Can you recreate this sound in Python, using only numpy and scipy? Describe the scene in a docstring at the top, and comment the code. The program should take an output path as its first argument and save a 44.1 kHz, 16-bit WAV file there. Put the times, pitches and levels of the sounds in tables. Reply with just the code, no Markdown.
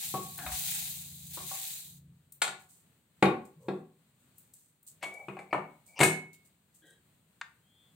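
"""In a small hard kitchen, puffed rice pours from a plastic bowl into a glass bowl, and the empty bowl is
set down on a stone counter. A hand then shifts small china dishes, which clink, slide and knock.
The rice is clouds of clicks and pings; blows are noise bursts with decaying modes; friction is filtered
clicks. Scattered reflections make the room; an engine (tones and growl) drones outside, and a horn
(swelling partials) sounds far away."""
import sys
import numpy as np
from scipy import signal
from scipy.fft import rfft, irfft
from scipy.io import wavfile
from scipy.ndimage import uniform_filter1d

SR = 44100
rng = np.random.default_rng(int(sys.argv[2]) if len(sys.argv) > 2 else 0)


def put_to_file(sound):
    """Save the sound as 16-bit audio at rate SR, in the file named by the first command-line argument."""
    columns = np.atleast_2d(sound).T  # one column per channel
    safe = np.clip(columns, -1, 1)
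    whole_steps = np.round(safe * 32767)
    wavfile.write(sys.argv[1], SR, whole_steps.astype(np.int16))


N = 350771

# blows on the bowls: start_s, force_db, counter_thud_db, tilt_db (per band), ringing_mode_hz
BOWL_BLOWS = [(0.14, -27, -29.5, -43, 1110), (0.387, -37, -55, -3.5, 1460), (0.463, -33.5, -71, -4, 744),
              (0.517, -40, -81, -5, 748), (1.372, -39.5, -47, -13, 990.5), (1.513, -35.5, -61.5, -31, 769),
              (2.4175, -24.5, -45, 2.4, 2252), (2.477, -36, -46.5, 0.5, 1442), (3.225, -12, -13, -7.5, 873),
              (3.253, -23, -18.5, -7, 3710), (3.6837, -31, -23, -8.5, 3470)]
# colour of the microphone ports: frequency_hz, level_db
MICROPHONE = [(4200, 6), (5400, -4), (6500, 2.5), (8300, 10.5), (10500, -2.5), (15000, 2)]
# thud, body, ring, crack and tick lie between these: edge_hz
BAND_EDGES_HZ = [135, 550, 1250, 2800, 5400, 12500]
TOP_HZ = 15900  # upper limit of the sound


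def gain_of(db):
    """Decibels to gain."""
    return 10 ** (np.asarray(db) / 20)


def evened(x):
    """Scales to rms 1."""
    return x / np.sqrt(np.mean(x ** 2) + 1e-20)


def read(points, hz):
    """Reads a table along log frequency."""
    f, value = np.transpose(points)
    return np.interp(np.log(hz + 1), np.log(f + 1), value)


def unroll(rows):
    """Curve rows to one value a sample, with the first sample's index."""
    s, *columns = np.transpose(rows)
    t = np.arange(s[0], s[-1], 1 / SR)
    return round(s[0] * SR), [np.interp(t, s, c) for c in columns]


def add(mix, start, sound):
    """Mixes a sound in from a sample index."""
    part = mix[..., start:start + sound.shape[-1]]
    part += sound[..., :part.shape[-1]]


def sides(pan_db):
    """Left and right gains; a positive pan leans left."""
    return gain_of(np.array([pan_db / 2, -pan_db / 2]))


def colour(x, points):
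    """Shapes the spectrum by a table of frequency and level."""
    hz = np.fft.rfftfreq(x.shape[-1], 1 / SR)
    return irfft(rfft(x) * gain_of(read(points, hz)), x.shape[-1])


def alike(pair):
    """Makes two unrelated channels agree in the bass, as close microphone ports do."""
    # left-right likeness of scattered sound: frequency_hz, likeness (0-1)
    likeness = [(150, 0.95), (400, 0.9), (950, 0.4), (2400, 0.03)]
    a, b = rfft(pair)
    same = np.clip(read(likeness, np.fft.rfftfreq(pair.shape[-1], 1 / SR)), 0, 1)
    return irfft([a, same * a + np.sqrt(1 - same ** 2) * b], pair.shape[-1])


def band(x, lo_hz, hi_hz, order=3):
    """Causal band-pass."""
    return signal.sosfilt(signal.butter(order, [lo_hz, min(hi_hz, SR / 2.1)], "band", fs=SR, output="sos"), x)


def crackle(count, per_s, spread_db):
    """Two channels of random clicks; a wider spread makes a few of them large."""
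    size = gain_of(spread_db * np.minimum(rng.exponential(1, (2, count)), 5))
    return size * rng.standard_normal((2, count)) * (rng.random((2, count)) < per_s / SR)


def stroke(start, length, db, lean, point):
    """One swell of a hand or dish: first sample and gain.

    A lean below 1 peaks early; a high point is a narrow peak."""
    u = np.arange(0, length, 1 / SR) / length
    return round(start * SR), gain_of(db) * abs(np.sin(np.pi * u ** lean)) ** point


def pings(count):
    """Hollow grains of many sizes, each ringing briefly at its own pitch."""
    per_s, t60 = 120, 0.012  # rate for each of the 24 sizes, decay in s
    t = np.arange(SR // 50) / SR
    out = np.zeros((2, count))
    for hz in np.geomspace(3000, 15500, 24):
        shape = gain_of(-60 * t / t60) * np.sin(2 * np.pi * hz * t)
        out += signal.oaconvolve(crackle(count, per_s, 2), shape[None])[:, :count]
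    return evened(out)


def pour():
    """Thousands of light grains tick on each other and drum on the heap."""
    # flow of the rice stream, heard as its rattle: time_s, level_db
    flow = [(0, -36.5), (.1, -38.5), (.2, -44), (.37, -46.5), (.508, -40.5), (.522, -36), (.72, -33.5),
            (.85, -37), (1.15, -49), (1.3, -47.5), (1.35, -40.5), (1.45, -42), (1.52, -37.5), (1.75, -40),
            (1.88, -49.5), (1.97, -58), (2.03, -89)]
    # colour of the rattle: frequency_hz, level_db
    grain_colour = [(2200, -23), (2900, -7.5), (3900, 4.5), (5400, -7), (6500, 3.5), (8000, 7), (9500, 3),
                    (12500, 3), (15000, 5.5)]
    # colour of the drumming: frequency_hz, level_db
    heap_colour = [(500, -44), (640, -13), (780, 5.5), (950, -5), (1150, -10), (1500, 0), (2500, 10.5),
                   (3300, 6)]
    full_db, drum_db, drum_growth = -37, -44, 1.52  # drumming grows faster than the rattle
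    shake_db, shake_t60 = -22, 0.51  # level relative to the knock, decay in s
    ping_db = -6  # relative to the clicks
    out = np.zeros((2, N))
    start, (rattle_db,) = unroll(flow)
    count = len(rattle_db)
    t = np.arange(count) / SR

    heap = gain_of(drum_db + drum_growth * (rattle_db - full_db))
    for s, force_db, *_ in BOWL_BLOWS:  # a knock during the pour shakes the rice
        heap += (t > s) * gain_of(force_db + shake_db - 60 * abs(t - s) / shake_t60)

    grains = alike(crackle(count, per_s=6000, spread_db=0.2))
    clumps = evened(uniform_filter1d(rng.standard_normal(count), size=SR // 50))
    grains *= gain_of(1.4 * clumps)
    ringing = gain_of(ping_db) * grains.std() * pings(count)
    rattle = gain_of(rattle_db) * evened(colour(grains + ringing, grain_colour))
    drumming = heap * evened(colour(grains[:, ::-1], heap_colour))  # the same clicks, backwards
    add(out, start, (rattle + drumming) * sides(-0.86)[:, None])
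    return out


def ring(lo_hz, hi_hz, t60, modes=(), spot_hz=0, far_db=0):
    """A short burst plus the decaying modes inside a band, scaled to peak 1.

    The mode nearest spot_hz rings out at that pitch; the rest chatter far_db lower."""
    t = np.arange(SR // 2) / SR
    out = evened(band(colour(rng.standard_normal(len(t)), MICROPHONE), lo_hz, hi_hz, order=1))
    contact = 1.8 * gain_of(-60 * t / 0.022)
    out *= (gain_of(-60 * t / t60) + contact) * np.minimum(t / 0.0031, 1)
    struck_hz = min((abs(hz - spot_hz), hz) for hz, *_ in modes)[1] if spot_hz else 0
    for hz, db, mode_t60 in modes:
        shape = 1
        if hz == struck_hz:
            hz = spot_hz
        elif spot_hz:
            chatter = evened(uniform_filter1d(rng.standard_normal(len(t)), size=SR // 70))
            shape = chatter * gain_of(-far_db)
        if lo_hz < hz < hi_hz:
            out += shape * gain_of(db - 60 * t / mode_t60) * np.sin(2 * np.pi * hz * t)
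    out = band(out, lo_hz, hi_hz, order=2)
    return out / abs(out).max()


def blows(rows, modes, colour_db, far_db, pan_db, left_lag_s):
    """Each blow thuds the counter and rings the struck vessel in four bands, each with its own decay."""
    # modes of the stone counter: frequency_hz, level_db, t60_s
    counter_modes = [(160, -7, 0.36), (197, -9, 0.35), (223, -12, 0.2), (330, -4.5, 0.18), (374.7, 4, 0.13),
                     (502.7, 1.5, 0.084)]
    out, (left, right) = np.zeros((2, N)), sides(pan_db)
    bands = list(zip(BAND_EDGES_HZ[1:], BAND_EDGES_HZ[2:], [0.07, 0.07, 0.057, 0.19]))  # low, high, t60
    for s, force_db, thud_db, tilt_db, spot_hz in rows:
        thud = gain_of(thud_db) * ring(*BAND_EDGES_HZ[:2], 0.19, counter_modes)
        levels_db = force_db + tilt_db * np.arange(len(colour_db)) + colour_db
        vessel = 0
        for db, (lo_hz, hi_hz, t60) in zip(levels_db, bands):
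            vessel = vessel + gain_of(db) * ring(lo_hz, hi_hz, t60, modes, spot_hz, far_db)
        add(out[0], round((s + left_lag_s) * SR), thud + left * vessel)
        add(out[1], round(s * SR), thud + right * vessel)
    return out


def bowl_blows():
    """Knocks of the bowls: one mode rings out and the others chatter, turned down by 7 dB."""
    # modes of the bowls: frequency_hz, level_db, t60_s
    bowl_modes = [(755, 1, .24), (875, 1, .08), (1109, 2, .28), (1430, 5, .08), (2245, 2, .06),
                  (2480, 3, .1), (3400, -2, .1), (3690, 0, .14), (4400, -6, .1)]
    # body, ring, crack and tick of a level blow: level_db
    bowl_colour_db = [-0.5, 3.5, 3.5, 2.6]
    return blows(BOWL_BLOWS, bowl_modes, bowl_colour_db, far_db=7, pan_db=1.5, left_lag_s=0.00005)


def dish_blows():
    """Clinks and knocks of china: one mode rings out and the others chatter, turned down by 16 dB."""
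    # blows on the dishes: start_s, force_db, counter_thud_db, tilt_db (per band), ringing_mode_hz
    dish_hits = [(5.027, -34.5, -58, -2.5, 2233), (5.031, -38.5, -48, -5, 2850),
                 (5.06, -41, -48, -12, 2340), (5.283, -33.5, -34.5, -10, 2500),
                 (5.367, -37.5, -65, -11, 2540), (5.389, -40, -42.5, -5.5, 2310),
                 (5.528, -16.5, -28.5, -12, 652), (5.545, -21, -30, -24, 2214), (5.99, -34, -38, 0.6, 2520),
                 (6.003, -21, -18.5, -2.5, 803), (6.01, -16, -14.5, -2, 2191),
                 (6.031, -18, -27, -0.5, 2540)]
    # modes of the dishes: frequency_hz, level_db, t60_s
    dish_modes = [(640, 1, .04), (810, 3, .06), (2196, 4, .44), (2290, 11, .06), (2490, 4, .05),
                  (2900, 12, .04), (7950, 8, .05)]
    # body, ring, crack and tick of a level blow: level_db
    dish_colour_db = [0.5, 5, -2.5, 4]
    return blows(dish_hits, dish_modes, dish_colour_db, far_db=16, pan_db=1.5, left_lag_s=0)


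def ticks():
    """Small bright ticks (fingers, rings, the sharp top of two bowl knocks): bursts around one frequency."""
    # ticks: start_s, level_db, centre_hz
    tick_rows = [(0.378, -29, 14950), (2.3211, -36.5, 13300), (3.224, -32.5, 6200), (3.685, -60, 5240),
                 (4.381, -39, 15200), (4.5362, -43, 9700), (4.828, -47, 15200), (4.85, -56, 14800),
                 (5.139, -48.5, 7900), (6.342, -56.5, 3360), (6.903, -52.5, 7900)]
    out = np.zeros((2, N))
    for s, db, hz in tick_rows:
        add(out, round(s * SR), gain_of(db) * np.outer(sides(3.2), ring(0.62 * hz, 1.6 * hz, 0.039)))
    return out


def slides():
    """Uneven slips of a scraping foot excite a resonance, its octave and the hollow body."""
    # scrapes of bowls and dishes: start_s, length_s, level_db, lean, resonance_hz,
    # half_width (share of the frequency), octave_db
    scrapes = [(0.377, 0.16, -51, 0.48, 787, 0.13, -1), (3.582, 0.21, -56, 1.1, 487.4, 0.11, -15),
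               (4.999, 0.052, -44.5, 3.24, 2340, 0.28, -9), (5.069, 0.13, -52.5, 2, 2270, 0.011, -37),
               (5.188, 0.08, -49, 0.45, 2275, 0.017, -40.5), (5.506, 0.02, -51.5, 0.4, 2330, 0.077, -19),
               (5.871, 0.16, -67.5, 0.47, 2320, 0.029, -20), (5.949, 0.06, -46, 1.8, 2616, 0.14, -8),
               (6.817, 0.19, -67.5, 0.4, 1600, 0.05, -4), (6.83, 0.15, -71, 0.6, 1890, 0.03, -3.5)]
    out = np.zeros((2, N))
    for s, length, db, lean, hz, width, octave_db in scrapes:
        start, swell = stroke(s, length, db, lean, point=1)
        slips = crackle(count=len(swell), per_s=5100, spread_db=-0.5)[0]
        parts = [(hz, width, 0), (2.03 * hz, width, octave_db), (hz / 3.46, 0.3, -5)]
        for f, w, part_db in parts:
            add(out, start, swell * gain_of(part_db) * evened(band(slips, f * (1 - w), f * (1 + w))))
    return out


def rustles():
    """Fine, uneven friction of hands and sleeves, coloured by the microphone ports."""
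    # brushing: start_s, length_s, level_db
    brushes = [(2.59, 0.25, -63), (2.687, 0.34, -60), (3.449, 0.13, -63.5), (3.601, 0.53, -71),
               (4.19, 0.28, -75), (4.354, 0.49, -69), (4.53, 0.48, -64), (4.865, 0.15, -51),
               (5.035, 1, -68.5), (5.86, 0.24, -60), (6.33, 0.097, -57), (6.447, 0.12, -64),
               (6.74, 0.21, -64), (6.852, 0.26, -67)]
    out = np.zeros((2, N))
    for row in brushes:
        start, swell = stroke(*row, lean=0.26, point=3)
        grit = crackle(count=len(swell), per_s=9800, spread_db=3.5)
        add(out, start, swell * evened(colour(band(grit, BAND_EDGES_HZ[-2], TOP_HZ), MICROPHONE)))
    return out


def tap():
    """A cup lifted close by taps once: a very short, dry contact."""
    # the tap: start_s, knock_db, tick_db (relative to the knock)
    s, db, tick_db = (7.412, -27, -7.5)
    # mode of the cup: frequency_hz, level_db, t60_s
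    cup_modes = [(1614, -22, 0.07)]
    out = np.zeros((2, N))
    knock = ring(853, 2170, 0.0083, cup_modes)
    tick = gain_of(tick_db) * ring(2000, 6300, 0.013)
    add(out, round(s * SR), gain_of(db) * (knock + tick))
    return out


def bumps():
    """Soft low bumps felt through the microphone's stand: brief rounded tones."""
    # bumps: start_s, level_db, pitch_hz
    bump_rows = [(0.449, -42.5, 68), (.5, -41.5, 68), (3.552, -51, 158), (6.81, -64.5, 315)]
    out, t = np.zeros(N), np.arange(round(0.07 * SR)) / SR
    for s, db, hz in bump_rows:
        add(out, round(s * SR), gain_of(db) * np.hanning(len(t)) * np.sin(2 * np.pi * hz * t))
    return out


def kitchen(x):
    """Dense reflections, each band dying at its own speed."""
    # decay of the room: frequency_hz, t60_s
    room_decay = [(150, .42), (840, 0.36), (2200, 0.34), (9000, 0.27)]
    taps = np.zeros((2, SR // 2))
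    # one reflection at a random place in every 20 samples
    at = np.arange(200, SR // 2 - 20, 20) + rng.integers(0, 20, (2, (SR // 2 - 201) // 20))
    np.put_along_axis(taps, at, rng.choice([-1., 1.], at.shape), 1)
    hz, t, z = signal.stft(alike(taps), SR, nperseg=256)
    decay = gain_of(-60 * t / read(room_decay, hz)[:, None])
    tail = signal.istft(z * decay, SR, nperseg=256)[1]
    return signal.fftconvolve(x.mean(0)[None], tail / np.linalg.norm(tail[0]), axes=1)[:, :N]


def engine():
    """Multiples of the firing rate over a noise growl; two pulls rise over an idle that fades out."""
    # pulls over the idle: start_s, end_s, level_db
    pulls = [(0.02, 1.576, -57), (1.82, 2.224, -60.5)]
    # tones: multiple of the firing rate, level_db
    orders = [(3, -10), (5, 0), (6, -1)]
    firing_hz, idle_db, idle_end_s, throttle_s = 28.32, -68.5, 3.1, 0.11
    t = np.arange(N) / SR
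    load = gain_of(idle_db) * np.clip(idle_end_s - t, 0, 1)  # fades over its last second
    for begin, end, db in pulls:
        load += gain_of(db) * np.clip(np.minimum(t - begin, end - t) / throttle_s, 0, 1)
    tones = np.zeros(N)
    for k, db in orders:
        tones += gain_of(db) * np.sin(2 * np.pi * (k * firing_hz * t + rng.random()))
    growl = 0.51 * evened(band(rng.standard_normal(N), 66, 200))
    return load * (tones + growl)


def horn():
    """Upper partials of a far two-tone horn; pitch rises and falls with the swell."""
    # partials: start_s, end_s, base_pitch_hz, level_db
    partials = [(7.6, 7.95, 3160, -72), (7.64, 7.98, 3370, -72), (7.72, 7.93, 3480, -70)]
    t, out = np.arange(N) / SR, np.zeros(N)
    for begin, end, hz, db in partials:
        swell = np.sin(np.pi * np.clip((t - begin) / (end - begin), 0, 1))
        cycles = hz * np.cumsum(1 + 0.012 * swell) / SR
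        out += gain_of(db) * swell * np.sin(2 * np.pi * cycles)
    return out


def air():
    """Quiet room tone: coloured noise that swells slowly."""
    # colour of the room tone: frequency_hz, level_db
    air_colour = [(25, -38.5), (90, -7.5), (150, -2), (350, -17), (800, -22.5), (2000, -23.5),
                  (6000, -26.5), (15900, -22)]
    air_db = -69
    noise = alike(colour(colour(rng.standard_normal((2, N)), air_colour), MICROPHONE))
    drift = uniform_filter1d(rng.standard_normal(N), size=SR // 8)
    swell = evened(uniform_filter1d(drift, size=SR // 8))
    return gain_of(air_db + 1.5 * swell) * evened(noise)


def scene():
    """Near sounds with their room, then the far ones."""
    hits = bowl_blows() + dish_blows() + ticks()
    near = pour() + slides() + rustles()
    cup = tap()
    room = kitchen(gain_of(-1.5) * hits + gain_of(-5.5) * near + gain_of(-8.5) * cup)
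    return hits + near + cup + room + bumps() + engine() + horn() + air()


def record(dry):
    """The two ports differ in colour; then the band limit."""
    # left port over right: frequency_hz, difference_db (half goes to each side)
    port_difference = [(200, 0.5), (700, 1.5), (1500, 3), (3000, 4.5), (6000, 4), (9000, -2.5),
                       (13000, 4.5)]
    left = colour(dry[0], np.multiply(port_difference, [1, 0.5]))
    right = colour(dry[1], np.multiply(port_difference, [1, -0.5]))
    low_pass = signal.firwin(511, TOP_HZ, window=("kaiser", 9), fs=SR)
    return signal.oaconvolve([left, right], low_pass[None], "same")


dry = scene()
out = record(dry)
put_to_file(out)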